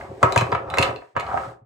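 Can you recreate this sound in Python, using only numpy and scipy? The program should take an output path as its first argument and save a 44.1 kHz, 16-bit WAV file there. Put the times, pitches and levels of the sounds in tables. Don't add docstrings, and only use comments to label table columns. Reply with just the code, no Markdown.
import sys
import numpy as np
from scipy import signal
from scipy.fft import rfft, irfft, next_fast_len
from scipy.io import wavfile

SR = 44100
rng = np.random.default_rng(int(sys.argv[2]) if len(sys.argv) > 2 else 0)


def ratio_of_db(decibels):
    return 10 ** (np.asarray(decibels, float) / 20)


def inscribe(sig):
    pcm = np.round(np.clip(np.atleast_2d(sig).T, -1, 1) * 32767)
    wavfile.write(sys.argv[1], SR, pcm.astype(np.int16))


N = 72765

# start in seconds, peak level in dB, level of the pipe's bending ring in dB,
# tilt in dB per octave, favoured mode in Hz.
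PIPE_KNOCKS = [(0.011, -32, -14, 15, 1288), (0.112, -33, -23, -18.5, 325), (0.2288, 2, -5, 2.5, 1274),
               (0.2335, -7.5, 10, -4.5, 743), (0.242, -12, -13, -7.5, 471), (0.255, -14.5, -7, -11.5, 560),
               (0.323, -16.5, 0, -6, 1200), (0.3598, -2, 4, 3.5, 575), (0.384, -15, 5.5, 5, 575),
               (0.41, -8.5, -11, -2.5, 1110), (0.418, -12.5, -1.5, 1.5, 471), (0.469, -18, -1.5, -3, 550),
               (0.52, -7.5, -1, -2, 626), (0.525, -7.5, -3, -1, 1288), (0.549, -6.5, -3, 2.5, 1288),
               (0.677, -23.5, -4, -7.5, 610), (0.738, -10.5, -6, 2, 765), (0.7731, -7, -9, 2, 575),
               (0.7836, -5, -0.5, 2.5, 471), (0.797, -13, -9, -7.5, 400), (0.809, -15, -3.5, 3.5, 677),
               (0.814, -14, -2, 3, 743), (0.828, -11.5, -1, 7, 1200), (0.836, -17.5, 1.5, 1.5, 743),
               (0.848, -15, -2.5, 0, 1200), (0.869, -13, -6, -3.5, 743), (0.875, -19.5, -6.5, 8, 677),
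               (0.888, -14, -6, -1, 755), (0.901, -20.5, -9, -1.5, 1200), (0.908, -20, -1.5, -6.5, 560),
               (0.983, -33, -8, -7.5, 500), (1.02, -26.5, -4.5, -4, 400), (1.153, -26, -2, -0.5, 1180),
               (1.1648, -9, 0.5, 6.5, 575), (1.172, -14.5, -13, 3, 575), (1.193, -19.5, 2.5, 1.5, 700),
               (1.374, -14, -0.5, 4.5, 1288)]
# start in seconds, peak level in dB.
TABLE_THUMPS = [(0.092, -42.5), (0.23, -24.5), (0.364, -26.5), (0.415, -28), (0.526, -32.5), (0.664, -52.5),
                (0.79, -27), (0.887, -38), (1.162, -37), (1.373, -50), (1.468, -47), (1.617, -60)]
# start in seconds, peak level in dB, level of the upper wall modes in dB,
# favoured wall mode in Hz.
PIPE_CLACKS = [(0.229, -18, 0, 2130), (0.323, -12, -12, 3980), (0.353, -22, -25, 4140),
               (0.3608, -19.5, 0.5, 3000), (0.3768, -7.5, -6.5, 2550), (0.388, -23, -13, 3980),
               (0.4097, -15.5, -6, 2517), (.518, -26, -15, 4850), (0.5258, -29, -11, 2550),
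               (.549, -28.5, -11.5, 4850), (0.7011, -16, -17.5, 3800), (0.741, -14, -16, 3830),
               (0.7727, -22, -6.5, 2130), (0.7846, -1.5, -12.5, 2713), (0.8095, -31.5, -4.5, 2130),
               (0.814, -20.5, -2.5, 2550), (0.826, -5.5, -11, 2598), (0.8311, -3.5, -30, 1747),
               (0.961, -25.5, -28, 2660), (1.165, -40, 3, 2130), (1.1979, -17, -13.5, 2630),
               (1.2075, -21, -21.5, 2070), (1.266, -26.5, -22.5, 2690), (1.374, -39, -2.5, 2130)]
# start in seconds, peak level in dB, tilt in dB per octave.
CATCHES = [
    (1.228, -24, -15),
    (1.288, -19, -3),
    (1.315, -19.5, 2),
    (1.333, -20, -5),
    (1.343, -11.5, -12.5),
    (1.366, -17, -3),
    (1.374, -20.5, 0),
    (1.435, -26, 4),
    (1.452, -27, -2),
]
# time in seconds, level in dB, grit level in dB, tilt in dB per octave.
SLIDE_PRESSURE = [(0, -33, -16, -2.5), (0.101, -40.5, -16.5, -8.5), (0.202, -48.5, -7, -25),
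                  (0.222, -29.5, -20.5, -4.5), (0.4, -29, -11.5, 0.5), (0.498, -32.5, -16.5, -12.5),
                  (.63, -37, -26.5, -14), (.68, -32, -35, 3.5), (0.849, -22, -12.5, -0.5),
                  (0.951, -37, -18.5, -13.5), (1.132, -83, 13, 1), (1.159, -36, -45.5, 6.5),
                  (1.23, -35, -17.5, 5.5), (1.301, -30, -20, 11.5), (1.379, -30.5, -17, -2.5),
                  (1.449, -33.5, -14, 3.5), (1.52, -45.5, -10.5, -12.5), (1.65, -77.5, -18.5, 4.5)]

# frequency in Hz, level in dB, time to fade by 60 dB in seconds.
BODY_MODES = [(325, -14, 0.043), (393.5, -9.5, 0.069), (471, -4.5, 0.043), (575, -4, 0.04),
              (677, -4, 0.049), (743, -5, 0.044), (1110, -6.5, 0.051), (1200, 0.5, 0.019),
              (1288, -4.5, 0.038), (1613, -5, 0.031), (2060, -9.5, 0.016)]
BENDING_MODES = [(934.4, -4, 0.088), (978.4, 0.5, 0.029), (1678, -21, 0.057)]
WALL_MODES = [(2130, 9.5, 0.01), (2550, 5, 0.015), (2660, 2.5, 0.014), (3000, 2.5, 0.024),
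              (3547, 3.5, 0.014), (3970, -6, 0.027), (4207, -4.5, 0.01), (4850, -5, 0.016)]
UPPER_WALL_MODES = [(6350, 6, 0.0063), (7270, 4.5, 0.0095), (7620, -6.5, 0.013), (7560, -3.5, 0.036),
                    (9120, 1, 0.0064), (11400, -18, .005), (14500, -6, .005)]
THUMP_MODES = [(85, 10.5, 0.17), (119.7, 14.5, 0.19), (158.3, 9, 0.12), (198, 10.5, 0.054), (283, 5, 0.093)]
JUDDER_MODES = [(745, 0, .045), (925, -9, .04), (1295, -2, .045), (1625, -12, .03)]

# frequency in Hz, width in Hz, level in dB.
SLIDE_MODES = [(350, 140, -33), (392.4, 140, -6), (544, 20, -6), (700, 180, -0.5), (741, 80, -2.5),
               (976, 43, -6), (1150, 35, -8.5), (1261, 100, -5.5), (1743, 240, -23), (2130, 340, -29.5)]
# frequency in Hz, level in dB per Hz.
GRIT_COLOUR = [(1800, -1.5), (3000, -12.5), (6000, -17), (8500, -15.5), (11000, -25.5), (16000, -28)]
# frequency in Hz, level in dB per Hz.
RUMBLE_COLOUR = [(25, -16), (60, 6), (110, 5.5), (200, -5.5), (400, -19.5)]
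# frequency in Hz, time to fade by 60 dB in seconds.
ROOM_T60 = [(100, 0.32), (500, 0.33), (2000, 0.28), (6000, 0.13), (14000, 0.053)]
# frequency in Hz, radians by which the left lags.
PORT_LAG = [(200, 0), (1800, 1.4), (3000, 1.4), (6200, .6), (7600, .4), (11500, np.pi), (15500, 2 * np.pi)]

SIDES = np.array([[1], [-1]])
APART, APART_HZ = 0.53, (230, 6100)
SPREAD_DB, RING_SPREAD_DB = 3.0, 1.5
TOUCH_LOSS_DB = 9
CONTACT_HZ = 2650


def at_hz(points, hz):
    table_hz, values = np.transpose(points)
    return np.interp(np.log(hz + 1e-9), np.log(table_hz), values)


def rms_one(x):
    return x / np.sqrt(np.mean(x ** 2) + 1e-20)


def shaped(x, gain):
    size = next_fast_len(N + SR)
    hz = np.arange(size // 2 + 1) * SR / size
    return irfft(rfft(x, size) * gain(hz), size)[..., :N]


def band(x, low_hz, high_hz):
    return signal.sosfilt(signal.butter(2, [low_hz, high_hz], "band", fs=SR, output="sos"), x)


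def unlike(hz):
    return 1 / (1 + (APART_HZ[0] / (hz + 1e-9)) ** 4) / (1 + (hz / APART_HZ[1]) ** 12)


def tilted(tilt_db):
    return lambda hz: tilt_db * np.log2(hz / 800)


def bump(hz, best_hz, octaves):
    return np.exp(-(np.log2(hz / best_hz) / octaves) ** 2)


def ring(clicks, hz, t60):
    decay = ratio_of_db(-60 / (max(t60, .003) * SR))
    turn = 2 * np.pi * hz / SR
    return signal.lfilter([0, np.sin(turn)], [1, -2 * decay * np.cos(turn), decay * decay], clicks + 1e-18)


def strike(s, db, colour, modes, spread_db, chatter_s, count=3):
    touch = np.arange(count)
    late = rng.random((len(s), count)) * chatter_s * (touch > 0)
    at = np.minimum(((s[:, None] + late) * SR).astype(int), N - 1)
    chance, aim = rng.standard_normal((2, len(s), count, len(modes)))
    out = 0
    for k, (hz, level_db, t60) in enumerate(modes):
        mid, side = np.zeros((2, N))
        touch_db = (db + colour(hz))[:, None] - TOUCH_LOSS_DB * touch
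        size = ratio_of_db(touch_db + level_db + spread_db * chance[:, :, k])
        np.add.at(mid, at, size)
        np.add.at(side, at, size * APART * unlike(hz) * aim[:, :, k])
        out = out + (-1) ** k * ring(mid + SIDES * side, hz, t60)
    return out


def puff(s, db, decay_s, low_hz, high_hz):
    since = np.arange(N) / SR - s[:, None]
    burst = ratio_of_db(db) @ ((since >= 0) * np.exp(-np.abs(since) / decay_s))
    return band(burst * rng.standard_normal(N), low_hz, high_hz)


def room(x):
    t, echo = np.arange(SR // 2) / SR, 0
    white = rng.standard_normal((2, 2, len(t))) * (t > 0.0026)
    for k, low_hz in enumerate(240 * 2 ** np.arange(0, 6, .5)):
        mid, side = band(white[k % 2], low_hz, low_hz * 2 ** .5)
        t60 = max(at_hz(ROOM_T60, low_hz), .03)
        both = mid + unlike(low_hz * 1.2) * side * SIDES
        echo = echo + both * ratio_of_db(-60 * t / t60) / np.sqrt(t60 * SR / 7)
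    return signal.fftconvolve(x[None], echo)[:, :N]


def slide_pressure():
    s, *columns = np.transpose(SLIDE_PRESSURE)
    return [np.interp(np.arange(N) / SR, s, column) for column in columns]


def rumble():
    db, _, _ = slide_pressure()
    colour = lambda hz: ratio_of_db(at_hz(RUMBLE_COLOUR, hz)) * (hz > 20) / (1 + (hz / 400) ** 4)
    low = shaped(rng.standard_normal(N), colour)
    return ratio_of_db(-43.5 + 0.77 * (db - db.mean())) * rms_one(low)


def grit():
    db, grit_db, _ = slide_pressure()
    mid, side = rng.standard_normal((2, N))
    noise = mid + SIDES * shaped(side, unlike)
    hiss = shaped(noise, lambda hz: ratio_of_db(at_hz(GRIT_COLOUR, hz)) * (hz > 1500))
    return ratio_of_db(db + grit_db) * rms_one(hiss)


def rubbing():
    slips_per_s, slip_spread_db = 690, 2
    db, _, tilt_db = slide_pressure()
    out = 0
    for hz, width_hz, level_db in SLIDE_MODES:
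        happens = rng.random(N) < slips_per_s / SR
        strength = rng.standard_normal(N) * ratio_of_db(slip_spread_db * np.minimum(rng.exponential(1, N), 4))
        tone = rms_one(ring(happens * strength, hz, 2.2 / width_hz))
        out = out + ratio_of_db(level_db - 6 + tilt_db * np.log2(hz / 750)) * tone
    return ratio_of_db(db) * signal.lfilter(*signal.butter(2, 320, "high", fs=SR), out)


def catches():
    s, db, tilt_db = np.transpose(CATCHES)
    hits = strike(s, db - 3, tilted(tilt_db), JUDDER_MODES, RING_SPREAD_DB, 0.00885)
    return signal.lfilter(*signal.butter(2, CONTACT_HZ, fs=SR), hits)


def thumps():
    s, db = np.transpose(TABLE_THUMPS)
    swings = strike(s, db - 1.5, tilted(0), THUMP_MODES, RING_SPREAD_DB, 0, count=1)
    return signal.lfilter(*signal.butter(2, 330, fs=SR), swings)


def clacks():
    s, db, upper_db, best_hz = np.transpose(PIPE_CLACKS)
    favoured = lambda hz: 15 * (bump(hz, best_hz, .08) + bump(hz, best_hz * 1.6, .08))
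    walls = strike(s, db - 21, favoured, WALL_MODES, SPREAD_DB, 0.0033)
    upper = strike(s, db + upper_db - 13.5, tilted(0), UPPER_WALL_MODES, SPREAD_DB, 0.0043)
    crack = puff(s, db + upper_db - 4, 0.0046, 1700, 9650)
    return walls + upper + crack


def knocks():
    s, db, bend_db, tilt_db, best_hz = np.transpose(PIPE_KNOCKS)
    colour = lambda hz: tilted(tilt_db)(hz) + 6 * bump(hz, best_hz, 0.12)
    body = strike(s, db - 10.0, colour, BODY_MODES, SPREAD_DB, 0.00311, count=2)
    bending = strike(s, db + bend_db - 6.5, tilted(0), BENDING_MODES, RING_SPREAD_DB, 0, count=1)
    wood = puff(s, db + .5 * tilt_db - 5, 0.0076, 710, 2270)
    return signal.lfilter(*signal.butter(2, CONTACT_HZ, fs=SR), body + bending + wood)


def scene():
    direct = rubbing() + catches() + clacks() + knocks()
    echoes = ratio_of_db(-2) * room(direct.mean(axis=0))
    heard = rumble() + grit() + thumps() + echoes + direct
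    lag_hz, lag = np.transpose(PORT_LAG)
    return shaped(heard, lambda hz: np.exp(-.5j * SIDES * np.interp(hz, lag_hz, lag)))


def roll_off(x):
    return signal.sosfilt(signal.butter(12, 16620, fs=SR, output="sos"), x)


def record(dry):
    x = shaped(dry, lambda hz: hz ** 2 / (hz ** 2 + 60 ** 2) / (1 + (hz / 16000) ** 60))
    mix = 1.071 * np.tanh(x / 1.27)
    return roll_off(mix)


dry = scene()
out = record(dry)
inscribe(out)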